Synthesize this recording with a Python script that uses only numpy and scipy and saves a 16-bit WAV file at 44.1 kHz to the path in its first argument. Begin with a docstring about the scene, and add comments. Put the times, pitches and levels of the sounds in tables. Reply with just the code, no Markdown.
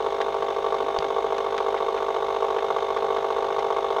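"""In a carpeted room, an electric spinning wheel runs on a table close by.
Its motor hums and knocks the casing once per cycle of the mains power, so the casing buzzes and the
metal parts rattle. The flyer (the spinning arms that twist the yarn) is off balance and presses harder
once per turn, so the buzz throbs. The belt's seam scuffs in runs of about five a second, sometimes
with a sharp tick. The frame bumps softly, and the yarn snaps once as it is drawn out."""
import sys
import numpy as np
from scipy import signal
from scipy.fft import rfft, irfft
from scipy.io import wavfile

SR = 44100
rng = np.random.default_rng(int(sys.argv[2]) if len(sys.argv) > 2 else 0)


def to_wav(sig):
    """Store sig (one row per channel, or 1-D mono) as 16-bit WAV at the path in sys.argv[1].

    Samples outside -1..1 are clipped; the rate is SR.
    """
    pcm = np.clip(np.atleast_2d(sig), -1, 1) * 32767
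    pcm = np.round(pcm).astype(np.int16)
    wavfile.write(sys.argv[1], SR, pcm.T)  # frames by channels


N = 176400


def amp(db):
    """Turns decibels into a number to multiply a sound by."""
    return 10 ** (np.asarray(db) / 20)


def unit(x):
    """Scales a signal to an average (rms) level of 1."""
    return x / np.sqrt(np.mean(x ** 2) + 1e-20)


def add(mix, start_s, sound):
    """Mixes a sound in at the given time."""
    part = mix[max(round(start_s * SR), 0):][:len(sound)]
    part += sound[:len(part)]


def highpass(hz, order):
    """A filter that weakens everything below hz."""
    return signal.butter(order, hz, "high", fs=SR, output="sos")


def noise(points):
    """Noise whose tone follows a curve of (frequency [Hz], relative level [dB]) points."""
    point_hz, point_db = np.transpose(points)
    hz = np.fft.rfftfreq(N, 1 / SR)
    curve_db = np.interp(np.log(hz + 1), np.log(point_hz), point_db)
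    return unit(irfft(rfft(rng.standard_normal(N)) * amp(curve_db), N))


def clicks(times, sizes):
    """One tiny click at each time, shared between the two nearest samples."""
    out = np.zeros(N)
    at = times * SR
    whole = np.floor(at).astype(int)
    out[whole % N] += sizes * (1 - at + whole)
    out[(whole + 1) % N] += sizes * (at - whole)
    return out


def bursts(times, force_db, rise_s, decay_s):
    """A loudness curve that swells at each knock and dies away."""
    t = np.arange(SR // 10) / SR
    shape = (1 - np.exp(-t / rise_s)) * np.exp(-t / decay_s)
    return unit(signal.fftconvolve(clicks(times, amp(force_db)), shape)[:N])


def struck_tone(times, sizes, hz, width):
    """A tone that rings after each strike; the greater its width in Hz, the sooner it fades."""
    t = np.arange(SR // 4) / SR
    ring = np.exp(-np.pi * width * t) * np.sin(2 * np.pi * hz * t)
    return signal.fftconvolve(clicks(times, sizes), ring)[:N]


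def room_echo(sound, level_db=-22, fade_s=.25):
    """The short, weak echo of a carpeted room, falling 60 dB in fade_s."""
    t = np.arange(SR // 2) / SR
    tail = rng.standard_normal(len(t)) * np.exp(-np.log(1000) * t / fade_s) * (t > .005)
    return amp(level_db) * signal.fftconvolve(sound, tail / np.linalg.norm(tail))[:N]


def motor(whir_db=-43):
    """The motor hums steadily over the whir of bearings and air."""
    # tones of the hum and a faint whine: (frequency [Hz], rms level [dB])
    hum_tones = [(50, -59.5), (100, -69), (150, -65), (250, -57), (300, -58), (7881, -81), (13717, -86)]
    # tone of the whir: (frequency [Hz], relative level [dB])
    whir_curve = [(25, -11), (70, -8), (150, -4.5), (280, -4), (500, -1), (1400, -1), (1900, -9),
                  (2700, -10), (3300, -9), (3650, -2), (4000, -12), (4900, -20.5), (5500, -18), (5800, -23),
                  (6250, -17), (7100, -28), (8500, -30), (10500, -36), (15500, -40.5)]
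    t = np.arange(N) / SR
    hum = sum(amp(db) * np.sqrt(2) * np.sin(2 * np.pi * (hz * t + rng.random())) for hz, db in hum_tones)
    return hum + amp(whir_db) * noise(whir_curve)


def frame_bumps(decay_s=.006):
    """Each soft bump of the frame is a low tone that dies almost at once."""
    # bumps: (time [s], frequency [Hz], level [dB])
    bumps = [(.835, 290, -35), (.982, 45, -35), (.986, 100, -38), (.986, 170, -37), (1.048, 285, -37),
             (3.17, 260, -42)]
    t = np.arange(SR // 10) / SR
    shape = 2 * t / decay_s * np.exp(-t / decay_s)
    out = np.zeros(N)
    for start_s, hz, db in bumps:
        add(out, start_s, amp(db) * shape * np.sin(2 * np.pi * hz * t))
    return out


def sharp_ticks(decay_s=.0009):
    """A few sharp ticks, mostly the belt's seam passing, plus one louder snap of the yarn."""
    # ticks: (time [s], level [dB])
    ticks = [(.2154, -30), (.9872, -24), (1.3815, -28), (1.579, -28), (3.5937, -34)]
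    # tone of a tick: (frequency [Hz], relative level [dB])
    tick_curve = [(100, -8), (1000, 0), (2200, 0), (4500, -4), (6300, -11), (8000, -25), (11000, -32),
                  (16000, -46)]
    t = np.arange(SR // 10) / SR
    shape = t / decay_s * np.exp(1 - t / decay_s)
    loudness = np.zeros(N)
    for start_s, db in ticks:
        add(loudness, start_s, amp(db) * shape)
    return loudness * noise(tick_curve)


def belt_scuffs(length_s=.022):
    """The drive belt's seam rubs as it passes, making short puffs of noise."""
    # scuffs: (time [s], level [dB])
    scuffs = [(.209, -29), (.42, -41), (1.378, -38), (1.578, -32), (1.772, -34), (1.972, -33), (2.36, -41),
              (2.582, -33), (2.78, -37), (2.968, -34), (3.165, -35), (3.37, -40), (3.59, -37), (3.765, -38)]
    # tone of a scuff: (frequency [Hz], relative level [dB])
    scuff_curve = [(100, -25), (700, -8), (1500, 0), (1900, -2), (2600, -9), (3600, -9), (5000, -22),
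                   (7000, -32), (12000, -58)]
    t = np.arange(SR // 10) / SR
    shape = np.sin(np.pi * np.minimum(t / length_s, 1) ** .5) ** 2
    loudness = np.zeros(N)
    for start_s, db in scuffs:
        add(loudness, start_s, amp(db) * shape)
    return loudness * noise(scuff_curve)


def motor_knocks(mains_hz=49.991, throb_db=2.9, uneven_db=.8):
    """Times and forces of the knocks: one per mains cycle, harder and softer as the flyer turns."""
    # how fast the flyer spins: (time [s], speed [turns per second])
    flyer_speeds = [(0, 13.74), (.3, 13.85), (.55, 12.64), (.9, 13.5), (1.4, 14.13), (2, 14.47),
                    (2.7, 14.95), (3.3, 14.74), (4, 15.16)]
    speed_db_per_hz = .5  # a faster flyer makes harder knocks
    early_s_per_db, jitter_s = 2e-5, 3e-5  # a harder knock lands sooner
    times = np.arange(.003305, N / SR, 1 / mains_hz)
    t = np.arange(N) / SR
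    speed = np.interp(t, *np.transpose(flyer_speeds))
    turns = .2 + np.cumsum(speed) / SR
    sway_db = throb_db * np.cos(2 * np.pi * turns) + speed_db_per_hz * (speed - speed.mean())
    uneven, jitter = rng.standard_normal((len(times), 2)).T
    force_db = np.interp(times, t, sway_db) + uneven_db * uneven
    return times - early_s_per_db * force_db + jitter_s * jitter, force_db


def metal_rattle(times, force_db, rattle_db=-45.5, throb_share=.45, uneven_db=.9, rise_s=.003):
    """Each knock shakes a gritty rattle out of the metal parts and rings the flyer's arms."""
    # tone of the rattling parts: (frequency [Hz], relative level [dB])
    rattle_curve = [(800, -20), (1600, -7), (2000, -8), (2165, 2), (2330, -8), (2850, -7), (3030, -2),
                    (3300, -7), (3610, 0), (3950, -10), (4220, -9), (4450, -17), (4680, -14), (5000, -22),
                    (5420, -15), (5750, -23), (6250, -14), (6700, -19), (7200, -32), (8400, -34),
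                    (10000, -50), (15000, -70)]
    # ringing tones of the arms: (frequency [Hz], width [Hz], level [dB])
    arm_tones = [(2164, 14, -49), (3030, 60, -53), (3610, 45, -48.5)]
    shake_db = throb_share * force_db + uneven_db * rng.standard_normal(len(times))
    out = amp(rattle_db) * noise(rattle_curve) * bursts(times, shake_db, rise_s, decay_s=.0042)
    for hz, width, db in arm_tones:
        delays = rise_s * rng.random(len(times))
        out += struck_tone(times + delays, amp(db + force_db), hz, width)
    return out


def casing_buzz(times, force_db, ring_db=.4, chatter_db=-36.5, scatter_db=.5):
    """Each knock makes the casing ring and chatter loosely; the quick knocks blend into a buzz."""
    # ringing tones of the casing: (frequency [Hz], width [Hz], relative level [dB])
    casing_tones = [(364, 10, -31.5), (433, 38, -14.1), (444, 10, -28.8), (479, 22, -29.5), (541, 16, -29),
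                    (655, 20, -33.5), (688, 29, -26.9), (791, 16, -27.5), (828, 10, -31.5),
                    (910, 71, -19.3), (857, 260, -17.2), (1078, 48, -25.5), (1172, 19, -36),
                    (1280, 16, -47), (1500, 136, -39)]
    # which way each tone swings first: (direction [+1 or -1])
    directions = [-1, 1, -1, -1, -1, -1, -1, -1, -1, -1, 1, -1, 1, 1, 1]
    # tone of the chatter: (frequency [Hz], relative level [dB])
    chatter_curve = [(100, -50), (315, -34), (365, -5), (440, -1), (490, -10), (590, -10), (650, -3),
                     (730, -6), (825, 1), (870, -16), (930, -4), (1010, -9), (1140, -1), (1230, -11),
                     (1500, -12), (1800, -22), (3000, -50)]
    ring = np.zeros(N)
    for (hz, width, db), direction in zip(casing_tones, directions):
        strike_db = force_db * (hz / 600) ** .75  # harder knocks sound brighter
        sizes = amp(db + strike_db + scatter_db * rng.standard_normal(len(times)))
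        ring += struck_tone(times, direction * sizes, hz, width)
    ring = signal.sosfilt(highpass(270, order=4), ring)  # the casing is too small to give off bass
    ring = signal.lfilter(*signal.iirnotch(598, Q=14, fs=SR), ring)  # a pitch where it barely moves
    chatter = noise(chatter_curve) * bursts(times, force_db, rise_s=.0025, decay_s=.006)
    buzz = amp(ring_db) * ring + amp(chatter_db) * chatter
    return signal.sosfiltfilt(highpass(300, order=8), buzz)


def scene():
    """The running wheel, its echo and the motor's hum, in one channel."""
    times, force_db = motor_knocks()
    wheel = casing_buzz(times, force_db) + metal_rattle(times, force_db)
    wheel += belt_scuffs() + sharp_ticks() + frame_bumps()
    return (wheel + room_echo(wheel) + motor())[None]


def record(dry, cutoff_hz=15850):
    """Takes away the very highest treble."""
    lowpass = signal.firwin(511, cutoff_hz, window=("kaiser", 9), fs=SR)
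    return signal.oaconvolve(dry, lowpass[None], "same")


dry = scene()
out = record(dry)
to_wav(out)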